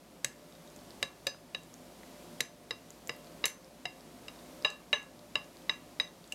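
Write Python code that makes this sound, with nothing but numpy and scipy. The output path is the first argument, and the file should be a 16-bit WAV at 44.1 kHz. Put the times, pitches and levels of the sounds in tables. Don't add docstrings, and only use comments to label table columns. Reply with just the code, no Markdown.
import sys
import numpy as np
from scipy import signal
from scipy.fft import rfft, irfft, next_fast_len
from scipy.io import wavfile
from scipy.ndimage import uniform_filter1d, minimum_filter1d

SR = 44100
rng = np.random.default_rng(int(sys.argv[2]) if len(sys.argv) > 2 else 0)


def voltage_ratio(level):
    return 10 ** (np.asarray(level, float) / 20)


def persist_wave(psi):
    counts = np.round(np.clip(psi, -1, 1) * 32767).astype(np.int16)
    wavfile.write(sys.argv[1], SR, np.atleast_2d(counts).T)


N = 279838


def unit(x):
    return x / np.sqrt(np.mean(x ** 2) + 1e-20)


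def along(points, hz):
    f, v = np.transpose(points)
    return np.interp(np.log(hz + 1), np.log(f + 1), v)


def noise(response):
    m = next_fast_len(N)
    spectrum = rfft(rng.standard_normal(m)) * response(np.fft.rfftfreq(m, 1 / SR))
    return unit(irfft(spectrum, m)[:N])


# (time [s], strength [dB], hardness [flat of the stick -1 to bare tip 1],
# place [well -1 to rim 1], side [near -1 to far 1])
TAPS = [(0.245, -26, 0.78, -0.78, 0.46), (1.0275, -23, 0.027, -0.45, 0.15),
        (1.2682, -22.5, 0.66, 0.026, -0.51), (1.5474, -33, -0.34, 0.22, 0.31),
        (2.405, -23, 1, -0.49, -0.82), (2.7083, -27.5, -0.2, -0.26, -0.78), (3.0942, -27, -0.9, -.8, 0.18),
        (3.4407, -24.6, -.8, 0.67, -0.25), (3.4542, -28.5, 1.96, -0.051, 0.15),
        (3.4792, -44, 1, 0.24, -0.44), (3.8547, -28, -1.04, -0.72, 0.56), (4.2823, -37, -0.36, -0.4, 0.37),
        (4.648, -17.5, -0.57, 0.77, 0.047), (4.9295, -18, -0.31, 0.91, 0.6),
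        (5.3554, -23.5, -0.79, -0.22, 0.18), (5.695, -23.5, -0.37, 0.76, -0.92),
        (5.9995, -23, 0.17, 0.41, -1.87), (6.3224, -42.5, 0.99, -0.94, .1)]


def ducking():
    start_db, threshold_db, duck_per_db = -6, -40, 0.26
    fall_s, hold_s, creep_db_per_s = 0.03, 0.067, 6
    hard_db = 5.2
    t = np.arange(N) / SR
    gain_db = np.minimum(0, start_db + creep_db_per_s * t)
    for s, db, hard, *_ in TAPS:
        depth_db = duck_per_db * (db + hard_db * hard - threshold_db)
        fall = -depth_db * np.clip((t - s) / fall_s, 0, 1)
        creep = creep_db_per_s * np.maximum(0, t - s - hold_s)
        gain_db = np.minimum(gain_db, fall + creep)
    return gain_db


# (frequency [Hz], level [dB per Hz])
HISS = [(530, -27), (900, -3.5), (1030, -4), (1500, -11), (2000, -9.5), (2780, -9.5), (4680, -10),
        (13300, -16), (15200, -23.5), (16300, -27)]
# (frequency [Hz], level [dB per Hz])
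HUM = [(24, -22), (40, -7), (109, -14.5), (168, -2), (250, 4), (483, -3.5), (584, -3.5), (637, -4.5),
       (707, -1.5), (798, -8), (2500, -22), (3250, -48), (5500, -120)]
# (frequency [Hz], width [Hz], level [dB per Hz])
DRONE = [(108.2, 1.9, 9.5), (163.7, 20, 4), (183, 4, -9), (252, 3.3, 5.5), (347.3, 10.4, -1.5),
         (526.8, 12, 3), (593, 5.9, 10.5), (692, 9.1, -2)]


def background():
    hiss_db, hum_db = -58, -52.5
    hum_swing = 0.91
    gain_db = ducking()

    def hum_response(f):
        resonances = sum(voltage_ratio(db) * w ** 2 / np.hypot(2 * (f - hz), w) ** 2 for hz, w, db in DRONE)
        return voltage_ratio(along(HUM, f)) + resonances

    hum = noise(hum_response)
    shaft = voltage_ratio(-14) * np.sin(2 * np.pi * 58.5 * np.arange(N) / SR)
    hiss = noise(lambda f: voltage_ratio(along(HISS, f)))
    return voltage_ratio(hiss_db + gain_db) * hiss + voltage_ratio(hum_db + hum_swing * gain_db) * (hum + shaft)


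def ring(modes, t, rise):
    hz, db, t60 = np.transpose(modes)[:, :, None]
    size = voltage_ratio(db + rng.standard_normal(hz.shape) - 60 * t / t60)
    return (size * np.sin(2 * np.pi * hz * t)).sum(0) * (1 - np.exp(-t / rise))


# (frequency [Hz], t60 [s])
KITCHEN = [(300, 0.26), (1000, 0.44), (2500, 0.23), (6000, 0.21), (11000, 0.21), (15000, 0.19)]


def room(x, wet_db):
    hz, t, z = signal.stft(rng.standard_normal(SR // 3), SR, nperseg=256)
    decay = voltage_ratio(-60 * t / along(KITCHEN, hz)[:, None])
    tail = signal.istft(z * decay, SR, nperseg=256)[1]
    late = np.arange(len(tail)) > .003 * SR
    tail = voltage_ratio(wet_db) * tail / np.linalg.norm(tail) * late
    tail[0] = 1
    return signal.fftconvolve(x, tail)


def add(out, x, s):
    part = out[round(s * SR):][:len(x)]
    part += x[:len(part)]


# (favoured mode [Hz], gain [dB], muted mode [Hz], loss [dB])
SPOTS = [(1702, 6.5, 2400, 8), (3845, 4, 5100, 3), (4940, 8.5, 2040, 14), (3845, 5.5, 6150, 0),
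         (2033, 5, 2780, 1), (2017, 0.5, 6150, 2), (476, 3, 3845, 4.5), (2140, 14, 2660, 5),
         (11500, 3, 2100, 7), (6150, 1, 2770, 12), (725, 4, 1140, 8), (2120, 6, 1770, 14),
         (1140, 1, 1620, 4), (3760, 3, 4940, 6), (2810, 3, 5200, 3), (2032, 13.5, 590, 6),
         (2017, 6.5, 590, 4.5), (2790, 23, 3000, 3)]


def spot(k, hz, reach=.04):
    up_hz, gain_db, down_hz, loss_db = SPOTS[k]

    def near(centre_hz):
        return np.exp(-(np.log2(hz / centre_hz) / reach) ** 2)

    return gain_db * near(up_hz) - loss_db * near(down_hz)


def answer(law):
    _, strength_db, *touch = np.transpose(TAPS)
    law = np.array(law)
    return strength_db[:, None] + law[:, 0] + np.transpose(touch) @ law[:, 1:].T


def taps(law, groups, rise):
    t = np.arange(SR // 4) / SR
    sounds = []
    for k, levels_db in enumerate(answer(law)):
        parts = [voltage_ratio(db + spot(k, g[0][0])) * ring(g, t, rise) for db, g in zip(levels_db, groups)]
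        sounds.append(sum(parts))
    return sounds


def thud(db, hz, push_db, t):
    knock_modes = [(hz, 0, .06), (hz * 0.76, -7, .05), (hz * 1.3, -11, .07), (hz * 1.1, -10, .05)]
    knock = ring(knock_modes, t, rise=0.00062)
    push = ring([(136, 1.5, 0.12), (233, 2.5, 0.093), (363, -37, 0.022)], t, rise=0.0051)
    return voltage_ratio(db + 7) * knock + voltage_ratio(push_db - 10.0) * push


# (from time [s], rocking [Hz], stick pitch set by the grip [factor])
ROCK = [(0, 550, 1.02), (.6, 550, 1.1), (2, 476, 0.95), (3.47, 725, 0.98), (4, 600, 1.2)]


def hold(s):
    return [(hz, grip) for since, hz, grip in ROCK if since <= s][-1]


# (frequency [Hz], level [dB], t60 [s])
RING_MODES = [
    [(2751, -1, .22), (2840, -8, .15), (3050, -8, .09)],
    [(1680, 1, .25), (1735, -7, .13)],
    [(2085, -1, .13), (2010, -5, .1), (2245, -8, .12)],
    [(3845, 0, .38), (3780, -8, .2), (3903, -8, .2)],
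    [(4955, 1, .19)],
]
EDGE_MODES = [
    [(6153, 0, .22)],
    [(7483, 0, .15), (8942, -4, .14)],
    [(1140, 0, .05), (1050, -8, .09), (1235, -9, .09), (900, -8, .07)],
]
# (frequency [Hz], level [dB], t60 [s])
TOUCH_MODES = [
    [(2008, -3.5, 0.014), (2240, -0.5, 0.007)],
    [(2788, 6.5, 0.023), (3570, -43, 0.055)],
    [(3853, -0.5, 0.032), (4370, -26, 0.0032)],
    [(5053, 1.6, 0.021)],
    [(1737, 4, 0.041)],
]
# (level over strength [dB], hardness [dB per unit], place [dB per unit], side [dB per unit])
RING_LAW = [(-20, -6, 1.8, -0.5), (-28, 2, 6, 4.5), (-36, -16, -1.5, 5), (-37, -3, -4.5, 3.5),
            (-27, -3, -1.5, -3)]
EDGE_LAW = [(-27.5, 8.5, 6, 0), (-38, 13, 11, -1.5), (-13.5, -4.5, 1.7, -0.5)]
TOUCH_LAW = [(-1, -4, -8, -6.6), (-2.5, -3, 5, 4.5), (2.3, -1.5, 4, -3), (-9.5, -6.5, -3.5, -5.5),
             (-8.5, 0.5, 3.5, 3.5)]
THUD_LAW = [
    (-17, -1, 1.5, 1),
    (-17, 0, -8, 0),
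]


def plate():
    out, t = np.zeros(N), np.arange(SR // 4) / SR
    low = taps(RING_LAW, RING_MODES, rise=0.0033)
    high = taps(EDGE_LAW, EDGE_MODES, rise=0.00035)
    touch = taps(TOUCH_LAW, TOUCH_MODES, rise=0.0013)
    for k, ((s, *_), (rock_db, push_db)) in enumerate(zip(TAPS, answer(THUD_LAW))):
        rock_hz, _ = hold(s)
        knock = thud(rock_db + spot(k, rock_hz), rock_hz, push_db + spot(k, 136), t)
        add(out, room(touch[k] + knock, wet_db=-13.0), s - .0006)
        add(out, room(low[k] + high[k], wet_db=-11.5), s - .0006)
    return out


CRACK_HZ = [2100, 4200, 7300, 12000]
# (frequency [Hz], width [Hz], level [dB])
STICK = [(2100, 900, 6), (4330, 520, 9), (6330, 800, 9.5), (7780, 700, 11), (10280, 800, 10.5),
         (12000, 800, 11.5)]


def crack(levels_db, t60, grip=1, colour_db=0):
    even = 0.49
    t, f = np.arange(2048) / SR, np.fft.rfftfreq(2048, 1 / SR)
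    fade_s = np.where(t < .001, .003, t60)
    burst = rng.standard_normal(len(t)) * voltage_ratio(-60 * np.abs(t - .001) / fade_s)
    burst[44] += 3.5
    shape = [(300, levels_db[0] - 35), (1450, levels_db[0] - 14)]
    shape += list(zip(CRACK_HZ, levels_db))
    shape += [(15700, levels_db[-1] - 5), (17000, -120)]
    modes_db = sum(db / (1 + (2 * (f - grip * hz) / w) ** 2) for hz, w, db in STICK)
    cepstrum = irfft(np.log(voltage_ratio(along(shape, f) + modes_db + colour_db)))
    half = len(t) // 2
    cepstrum *= np.r_[1, np.full(half - 1, 2), 1, np.zeros(half - 1)]
    z = rfft(burst)
    evened = z * (np.linalg.norm(burst) / np.abs(z)) ** even
    return irfft(evened * np.exp(rfft(cepstrum)))[:half]


# (level over strength [dB], hardness [dB per unit], place [dB per unit], side [dB per unit])
CRACK_LAW = [
    (13.5, 6.5, 4.5, 8.5),
    (7, 5.5, 2, 1.6),
    (-2, 9.5, -4, 7),
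    (-14.5, 14, -4, 3.5),
]
# (time [s], level [dB], brightest frequency [Hz])
BOUNCE = [(2.4562, -47, 8000), (3.078, -44, 12300), (3.0806, -42, 12500), (3.163, -46.5, 11500),
          (3.5, -37, 9000), (6.3221, -25.5, 6140), (4.7018, -29, 5500), (5.0283, -47, 7300),
          (6.275, -40, 5900)]


def sticks():
    hard_lag_s, bounce_db_per_oct = 0.000996, 22.5
    out, hz = np.zeros(N), np.fft.rfftfreq(2048, 1 / SR) + 1
    for k, ((s, _, hard, *_), crack_db) in enumerate(zip(TAPS, answer(CRACK_LAW))):
        _, grip = hold(s)
        colour_db = 0.4 * spot(k, hz, reach=0.21)
        blow = crack(crack_db, t60=0.014, grip=grip, colour_db=colour_db)
        add(out, voltage_ratio(-7) * room(blow, wet_db=-14), s - .0004 + hard_lag_s * np.clip(hard, 0, 1))
    for s, db, top_hz in BOUNCE:
        octaves = np.abs(np.log2(np.divide(CRACK_HZ, top_hz)))
        rebound = crack(db - bounce_db_per_oct * octaves, t60=0.011)
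        add(out, voltage_ratio(-3.0) * room(rebound, wet_db=-6), s - .0004)
    return out


# (time [s], peak [dB], centre [Hz], plate level [dB])
TICKS = [(0.524, -51, 5000, -41), (0.5518, -50, 4910, -40), (0.675, -50, 6210, -38),
         (0.7016, -50, 6780, -68), (0.7625, -41, 7000, -66), (0.79, -51, 4330, -64),
         (0.8114, -54, 4400, -62), (0.9062, -43.5, 4570, -52), (1.3463, -52.5, 1420, -63),
         (1.6342, -47, 7500, -63), (1.7406, -37.5, 6540, -73), (2.033, -49, 1960, -66),
         (2.9051, -36, 6980, -67), (3.245, -49, 5120, -65), (3.2703, -49, 4240, -65),
         (3.4643, -36, 2000, -41), (3.6456, -48.5, 5200, -58), (4.008, -45.5, 4970, -69),
         (4.3597, -49.5, 4940, -46), (4.3904, -51, 4420, -42), (5.1926, -49, 4300, -60),
         (5.5696, -45.5, 4500, -60), (6.076, -54, 4900, -36), (6.2418, -46.5, 4400, -44),
         (4.624, -42, 4960, -60), (3.0735, -33, 7140, -60), (5.444, -51, 6300, -62), (5.62, -55, 3300, -52)]


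def food():
    out, t = np.zeros(N), np.arange(SR // 30) / SR
    for s, db, hz, plate_db in TICKS:
        t60 = 15 / hz
        modes = [(hz, 0, t60), (hz * 0.44, -9, t60 / 2), (hz * 1.55, -5, t60 / 2), (hz * 0.9, -10, t60 / 2)]
        click = voltage_ratio(db + 7) * ring(modes, t, rise=0.000067)
        click += voltage_ratio(plate_db - 10) * ring([(3760, 0, 0.016)], t, rise=0.00027)
        add(out, room(click, wet_db=-11), s + .0003)
    return out


def scene():
    return (background() + plate() + sticks() + food())[None]


def top_cut(x):
    return signal.sosfilt(signal.butter(12, 16480, fs=SR, output="sos"), x)


def record(dry):
    need = np.minimum(1, .23 / (np.abs(dry) + 1e-9))
    held = dry * uniform_filter1d(minimum_filter1d(need, size=129), size=65)
    passband = np.fft.rfftfreq(N, 1 / SR) < 16400
    mix = irfft(rfft(held) * passband, N)
    return top_cut(mix)


dry = scene()
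out = record(dry)
persist_wave(out)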